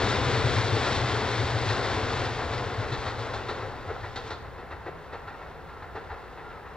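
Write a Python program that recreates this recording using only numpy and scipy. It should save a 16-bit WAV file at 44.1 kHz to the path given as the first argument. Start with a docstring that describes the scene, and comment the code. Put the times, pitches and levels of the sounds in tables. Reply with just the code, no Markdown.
"""An electric train runs away across open fields, heard from the lineside on two microphone ports.
It starts close: rolling wheels roar and sing, the rails hiss, the bogies boom and drone.
As that wash fades, axles keep clacking over the rail joints, mostly in pairs, duller with distance,
and a wooded hill scatters back a growing share of the sound. Near the end two faint arching
whistles, perhaps a far bird, come through over a light outdoor rumble."""
import sys
import numpy as np
from scipy import signal
from scipy.fft import rfft, irfft
from scipy.io import wavfile
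from scipy.ndimage import uniform_filter1d

SR = 44100
rng = np.random.default_rng(int(sys.argv[2]) if len(sys.argv) > 2 else 0)


def wav_out(sig):
    """Save sig, one row per channel (or a flat mono array), as 16-bit PCM at SR to the path in sys.argv[1]."""
    wavfile.write(sys.argv[1], SR, np.round(np.clip(np.atleast_2d(sig).T, -1, 1) * 32767).astype(np.int16))


N = 298116
TIME, FREQ = np.arange(N) / SR, np.fft.rfftfreq(N, 1 / SR) + 1e-3

# the ringing modes of a wheel: (pitch [Hz], width [Hz], level [dB])
WHEEL_MODES = [(260, 27, -7), (390, 60, -10), (433, 140, 3), (750, 175, 3), (840, 100, 2), (1008, 93, 1),
               (1198, 21, -0.5), (1352, 100, 3), (1540, 34, -2.5), (1710, 110, -5), (1897, 230, -3),
               (2675, 150, -4.5)]


def undb(db):
    """Decibels to gain."""
    return 10 ** (np.asarray(db) / 20)


def unit(x):
    """Scale to rms 1."""
    return x / np.sqrt(np.mean(x ** 2))


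def along(points):
    """Automation curve through (time, value) points."""
    return np.interp(TIME, *np.transpose(points))


def across(points):
    """Curve through (frequency, value) points on a log-frequency axis."""
    hz, value = np.transpose(points)
    return np.interp(np.log(FREQ), np.log(hz), value)


def resonances(modes):
    """Gain over frequency of a set of damped modes."""
    return np.sqrt(sum(undb(db) ** 2 / (1 + ((FREQ ** 2 - hz ** 2) / (FREQ * width)) ** 2)
                       for hz, width, db in modes))


def lowpass(hz, order):
    """Treble roll-off, as when air and ground swallow the highs."""
    return 1 / np.sqrt(1 + (FREQ / hz) ** (2 * order))


def lowcut(hz, order):
    """Bass roll-off: what the lowpass leaves behind."""
    return 1 - lowpass(hz, order)


def walk(rate):
    """Smooth random modulation, `rate` new values a second; spread near 1."""
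    hold = max(int(SR / rate), 2)
    steps = np.repeat(rng.standard_normal(N // hold + 1), hold)
    return 1.084 * uniform_filter1d(uniform_filter1d(steps, hold), hold)[:N]


def coloured_noise(gain):
    """White noise through an EQ curve."""
    return irfft(rfft(rng.standard_normal(N)) * gain, N)


def shaken(gain, grit_db=0):
    """A body of the given response shaken by random contacts, made uneven by grit; rms 1."""
    force = rng.standard_normal(N) * undb(grit_db * walk(600))
    return unit(irfft(rfft(force) * gain, N))


def blow(age, rise, hold, t60):
    """Envelope of a hit: attack, hold and decay, all in seconds."""
    return np.clip(age / max(rise, 1e-3), 0, 1) * undb(-60 * np.maximum(age - rise - hold, 0) / t60)


def fade(t):
    """Distance fader in dB: about 0 while the train is near, negative as it draws away."""
    # the fade of the receding train: (time [s], level [dB])
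    recession = [(0.0, -29.5), (0.23, -31), (0.49, -30.5), (0.75, -32), (0.87, -31.5), (1.08, -32),
                 (1.28, -31), (1.52, -33.5), (1.7, -32), (2.03, -32.5), (2.35, -34.5), (2.6, -34),
                 (2.75, -35), (3.52, -37), (3.86, -40), (4.12, -43.5), (4.27, -41), (4.4, -44),
                 (6.76, -44.5)]
    near_db = -30
    return np.interp(t, *np.transpose(recession)) - near_db


def field():
    """The bed: a light outdoor rumble, narrowest in the bass, and a wavering far-off hum."""
    # tone of still air over the fields: (frequency [Hz], level [dB])
    air_eq = [(20, -2), (40, 0.5), (62, 5.5), (95, -1), (128, -14), (155, -5.5), (195, -10.5), (500, -19.5),
              (2000, -33.5), (5000, -47), (12000, -120)]
    # rides of the bed: (time [s], rumble level [dB], hum level [dB])
    bed_levels = [(0, -57, -62), (2.2, -45, -59), (4.2, -46.5, -68), (4.9, -48, -56), (5.6, -49.5, -59),
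                  (6.76, -49.5, -58.5)]
    times, *levels = np.transpose(bed_levels)
    rumble_db, hum_db = (np.interp(TIME, times, level) for level in levels)
    tone = undb(across(air_eq))
    width = across([(25, 0.57), (62, 0.15), (150, 1.0), (600, 0.87), (7000, 0.73)])
    mid = coloured_noise(tone)
    side = coloured_noise(tone * width)
    hum = shaken(resonances([(155.4, 21, 0)]) ** 2) * undb(hum_db)
    rumble = np.array([mid + side, mid - side]) / np.std(mid)
    return rumble * undb(rumble_db + walk(3.91)) + hum


def whistles():
    """Thin far-off whistles that rise to a rounded crest and slide down again."""
    # one arch each: (crest time [s], crest pitch [Hz], rise [s], fall [s], level [dB])
    arches = [(5.708, 1387, 0.064, 0.13, -51.5), (6.462, 1410, .04, .155, -48)]
    glide_hz_per_s, rounding_s = 1400, .022
    out = np.zeros(N)
    for crest, crest_hz, rise, fall, db in arches:
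        age = np.clip(TIME - crest, -rise, fall)
        droop_hz = glide_hz_per_s * (np.hypot(age, rounding_s) - rounding_s)
        hz = (crest_hz - droop_hz) * (1 + 0.0032 * walk(240))
        swell = np.sqrt(np.abs(np.sin(np.pi * (age + rise) / (rise + fall))))
        out += undb(db + walk(74)) * np.sqrt(2) * swell * np.sin(2 * np.pi * np.cumsum(hz) / SR)
    return out


def hill(train):
    """A wooded hill scatters back a short, wide reverb; its share grows as the train draws away."""
    echoes = rng.standard_normal((2, N)) * blow(TIME - 0.0094, rise=0.008, hold=0.051, t60=0.41)
    echoes /= np.sqrt(np.sum(echoes ** 2, axis=1, keepdims=True))
    wet_db = along([(2.5, -14.5), (5.5, -10.5)])
    return signal.fftconvolve(train[None], echoes, axes=1)[:, :N] * undb(wet_db)


def frame_drone():
    """The shaken bogie frames drone in a narrow band whose pitch wanders with the load."""
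    # ride of the drone: (time [s], level [dB])
    drone_level = [(0, -42.5), (1.0, -44.5), (1.65, -42.5), (2.1, -43.5), (2.5, -53), (3.4, -57),
                   (4.3, -61.5), (6.76, -66)]
    centre_hz, width_hz, wander = 434, 45, .045
    phase = 2 * np.pi * np.cumsum(centre_hz * (1 + wander * walk(4))) / SR
    ring = walk(width_hz) * np.cos(phase) + walk(width_hz) * np.sin(phase)
    return unit(ring) * undb(along(drone_level))


def wheel_song():
    """Each wheel mode swells and sinks on its own as the treads wander over the rails."""
    flicker_db, flicker_hz = 2.5, 16
    band = lowpass(2080, order=4) * lowcut(120, order=3)
    song = np.zeros(N)
    for mode in WHEEL_MODES:
        song += coloured_noise(resonances([mode]) * band) * undb(flicker_db * walk(flicker_hz))
    grit = undb(2.1 * walk(300))
    return unit(song * grit) * undb(-39 + 0.66 * fade(TIME))


def car_bodies():
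    """Shaken car bodies add low-mid weight that falls away faster than the roar."""
    # tone of the bodies: (frequency [Hz], level [dB])
    body_eq = [(100, -1.5), (170, -9), (200, 1), (250, 1.5), (320, 1.5), (375, 3.5), (600, -26),
               (4000, -71.5)]
    return shaken(undb(across(body_eq))) * undb(-34.5 + 2.05 * fade(TIME) + 0.19 * walk(28))


def rail_hiss(flutter_db):
    """The treads ring the rails: a bright, gritty hiss, louder and softer along the track."""
    # tone of the rails: (frequency [Hz], level [dB])
    rail_eq = [(1000, 1), (1700, 6), (2200, 5.5), (2900, 1), (3600, 5.5), (4300, 2.5), (5000, -1.5),
               (6300, -7.5), (7800, -14.5), (9300, -17.5), (11000, -76), (12500, -73)]
    # ride of the hiss: (time [s], level [dB])
    hiss_level = [(0, -32.5), (0.1, -31), (0.2, -34.5), (0.5, -32), (0.65, -32), (0.75, -34), (0.85, -32),
                  (1.0, -34.5), (1.08, -34.5), (1.35, -34.5), (1.56, -38), (1.67, -34), (1.77, -36.5),
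                  (2.25, -38), (2.33, -40), (2.9, -43), (3.25, -44.5), (3.55, -47), (3.75, -51.5),
                  (4.0, -52.5), (4.14, -52), (4.23, -52), (4.28, -45), (4.35, -56), (4.42, -58),
                  (4.6, -60.5)]
    hiss = shaken(undb(across(rail_eq)), grit_db=1.0)
    return hiss * undb(along(hiss_level) + flutter_db + 0.71 * walk(24))


def bogie_boom():
    """The shaken bogies boom in the bass with a slight throb."""
    # tone of the bogies: (frequency [Hz], level [dB])
    boom_eq = [(25, -26), (50, -10), (68, -2.5), (88, 3.5), (116, 8), (132, 4.5), (152, -15), (200, -21.5),
               (1500, -99)]
    # ride of the boom: (time [s], level [dB])
    boom_level = [(0, -33), (0.24, -27), (0.79, -31.5), (0.85, -36), (0.97, -27.5), (1.3, -33.5),
                  (1.5, -30), (1.72, -33.5), (1.82, -34.5), (2.05, -32.5), (2.35, -35), (2.66, -34.5),
                  (2.74, -41.5), (3.15, -40.5), (3.65, -43), (3.8, -44), (4.3, -46.5), (4.9, -54),
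                  (5.5, -58.5)]
    boom = shaken(undb(across(boom_eq)))
    # compress it: many bogies share the load, so their boom is steady
    boom /= np.sqrt(uniform_filter1d(boom ** 2, size=SR // 14) + 0.36)
    return boom * undb(along(boom_level) - 0.2 * walk(26))


def wheel_roar(flutter_db):
    """Rough treads rolling on the rails make a broad midrange roar."""
    # tone of the roar: (frequency [Hz], level [dB])
    roar_eq = [(150, -40), (225, -13.5), (260, -3.5), (300, -9), (350, -2.5), (430, 2.5), (530, 1.8),
               (615, -3), (740, 0.3), (920, -2), (1050, 0), (1170, -4.5), (1400, -3), (1800, -8),
               (2100, -8.5), (2400, -20), (2620, -14), (2950, -19.5), (3200, -23), (6000, -45),
               (12000, -89)]
    return shaken(undb(across(roar_eq))) * undb(-29.5 + 1.253 * fade(TIME) + flutter_db)


def rail_joints():
    """An axle drops into a gap: wheel clacks, frame knocks, rail rings, bogie thuds on its springs."""
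    # axle hits, mostly two to a bogie:
    # (time [s], clack level [dB], knock level [dB], ring level [dB], thud level [dB], rise [s])
    hits = [(0.01, -41, -31.5, -55, -45, .01), (0.314, -36, -34, -54, -33, 0.023),
            (0.442, -42, -32, -44, -24.5, 0.021), (0.56, -39, -40, -52, -26.5, 0.02),
            (0.719, -43, -31, -53, -24.5, 0.018), (0.85, -35, -36, -51, -50, 0.011),
            (1.39, -49, -47, -49, -26.5, 0.016), (1.545, -49, -48, -49, -26, .015),
            (1.682, -31.5, -44, -38, -27.5, 0.012), (1.826, -35, -45, -40.5, -49, 0.0074),
            (2.235, -38, -59, -45, -41, .01), (2.38, -34.5, -41, -53, -36, 0.009),
            (2.519, -35, -40, -47.5, -49, 0.0068), (2.781, -40, -39.5, -60, -28, 0.031),
            (2.915, -35.5, -45, -41, -30.5, 0.0074), (3.06, -33.5, -48, -42.5, -35, 0.0045),
            (3.186, -46, -50, -48, -35.5, .01), (3.333, -36, -39, -44.5, -39, 0.0039),
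            (3.482, -34, -41, -43, -47, 0.0046), (3.615, -43, -42, -63, -40, 0.0056),
            (3.874, -38, -41.5, -60, -36, 0.015), (4.027, -38.5, -42.5, -57, -40, 0.0097),
            (4.157, -36, -39, -42.5, -43, 0.0025), (4.302, -37.5, -38, -44.5, -45, 0.004),
            (4.439, -46, -49, -66, -47, 0.0054), (4.575, -47, -43.5, -61.5, -54, 0.0058),
            (4.705, -39, -41, -59, -44, 0.0064), (4.853, -40, -43.5, -58, -46, 0.01),
            (5.12, -38.5, -40.5, -56, -49, 0.0091), (5.268, -39.5, -53, -59, -45, 0.009),
            (5.406, -45, -58.5, -66, -60, 0.0057), (5.685, -47, -56, -64, -52, 0.0041),
            (5.82, -44.5, -56, -63, -46.5, 0.0027), (5.945, -38, -39.5, -56, -46, 0.0084),
            (6.096, -39.5, -53, -60, -43, 0.0066), (6.23, -50, -49, -67, -60, 0.0068),
            (6.37, -43.5, -48, -67, -55, 0.0053), (6.51, -46, -57, -70, -57, 0.004),
            (6.65, -45.5, -60, -69, -54, 0.007)]
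    # dull modes of a bogie frame: (pitch [Hz], width [Hz], level [dB])
    frame_modes = [(265, 50, 0), (380, 110, 5), (440, 80, 5.5), (525, 60, -3.5), (700, 98, -5.5)]
    # bright modes of a struck rail: (pitch [Hz], width [Hz], level [dB])
    rail_modes = [(3600, 440, 13), (3840, 140, 7), (4190, 250, 11), (4480, 290, 4.5), (4900, 620, -10),
                  (6800, 1500, -18)]
    crack_db, thud_hz = -3, 111.5
    thud_lead_s = 0.0069  # the bogie dips just before the wheel strikes
    clack_power, knock_power, ring_power, thud = np.zeros((4, N))
    for start, clack_db, knock_db, ring_db, thud_db, rise in hits:
        detune, phase = rng.standard_normal(2)
        age = TIME - start
        # an abrupt contact adds a short crack on top
        abruptness = np.clip(1 - rise / 0.0058, 0, 1)
        crack = abruptness * undb(crack_db) * blow(age, rise, hold=.003, t60=0.023)
        rattle = blow(age, 1.5 * rise, hold=0.016, t60=0.18) + crack
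        ring = blow(age, rise, hold=0.02, t60=0.16) + crack
        clack_power += (undb(clack_db) * rattle) ** 2
        knock_power += (undb(knock_db) * rattle) ** 2
        ring_power += (undb(ring_db) * ring) ** 2
        # far off, only the deeper part of the thud carries
        hz = (thud_hz + 1.5 * fade(start)) * (1 + 0.066 * detune)
        swing = np.sqrt(2) * np.sin(2 * np.pi * (hz * age + phase))
        thud += undb(thud_db) * blow(age + thud_lead_s, rise=0.016, hold=0.017, t60=0.099) * swing
    wheel = shaken(resonances(WHEEL_MODES) * lowpass(2230, 4) * lowcut(120, 3) * lowcut(490, 2),
                   grit_db=0.5)
    frame = shaken(resonances(frame_modes) * lowpass(760, 3) * lowcut(235, 4), grit_db=-5.0)
    rail = shaken(resonances(rail_modes) * lowpass(7000, 5) * lowcut(1640, 2), grit_db=-1.0)
    return np.sqrt(clack_power) * wheel + np.sqrt(knock_power) * frame + np.sqrt(ring_power) * rail + thud


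def at_ports(train):
    """The train lies to the left: that port hears it first, and the pan narrows as it fades."""
    # lag of the right port: (frequency [Hz], phase [rad])
    port_lag = [(100, 0.071), (1200, 0.17), (2200, 0.5), (4000, 0.73), (4700, 1.47), (5300, 1.17),
                (6700, 2.16), (7600, 1.2), (9000, 2.86), (15000, 6)]
    # shading by the camera body: (frequency [Hz], left minus right [dB])
    shading = [(60, -1.5), (250, -0.5), (700, -0.5), (1300, -2), (2400, -1.8), (4400, -3.5), (9000, -3)]
    pan_db = 5 + 0.16 * fade(TIME)
    shade_db = across(shading)
    spectrum = rfft(train)
    left = irfft(spectrum * undb(shade_db / 2), N)
    right = irfft(spectrum * undb(-shade_db / 2) * np.exp(-1j * across(port_lag)), N)
    return np.array([left * undb(pan_db / 2), right * undb(-pan_db / 2)])


def scene():
    """The mix: the train and its reverb off the hill, over the whistles and the outdoor bed."""
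    flutter_db = 0.8 * walk(22.08)  # moving air makes roar and hiss flutter together
    rolling = wheel_roar(flutter_db) + wheel_song() + rail_hiss(flutter_db) + car_bodies() + bogie_boom()
    train = rolling + frame_drone() + rail_joints()
    return at_ports(train) + hill(train) + whistles() + field()


def record(dry):
    """The microphones add a faint steady hiss; the deepest bass and the very top are cut."""
    hiss_db, bottom_hz, top_hz = -70, 22, 15650
    dry = dry + undb(hiss_db) * rng.standard_normal((2, N))
    dry = signal.sosfilt(signal.butter(2, bottom_hz, "high", fs=SR, output="sos"), dry)
    return signal.sosfilt(signal.ellip(10, .1, 80, top_hz, fs=SR, output="sos"), dry)


dry = scene()
out = record(dry)
wav_out(out)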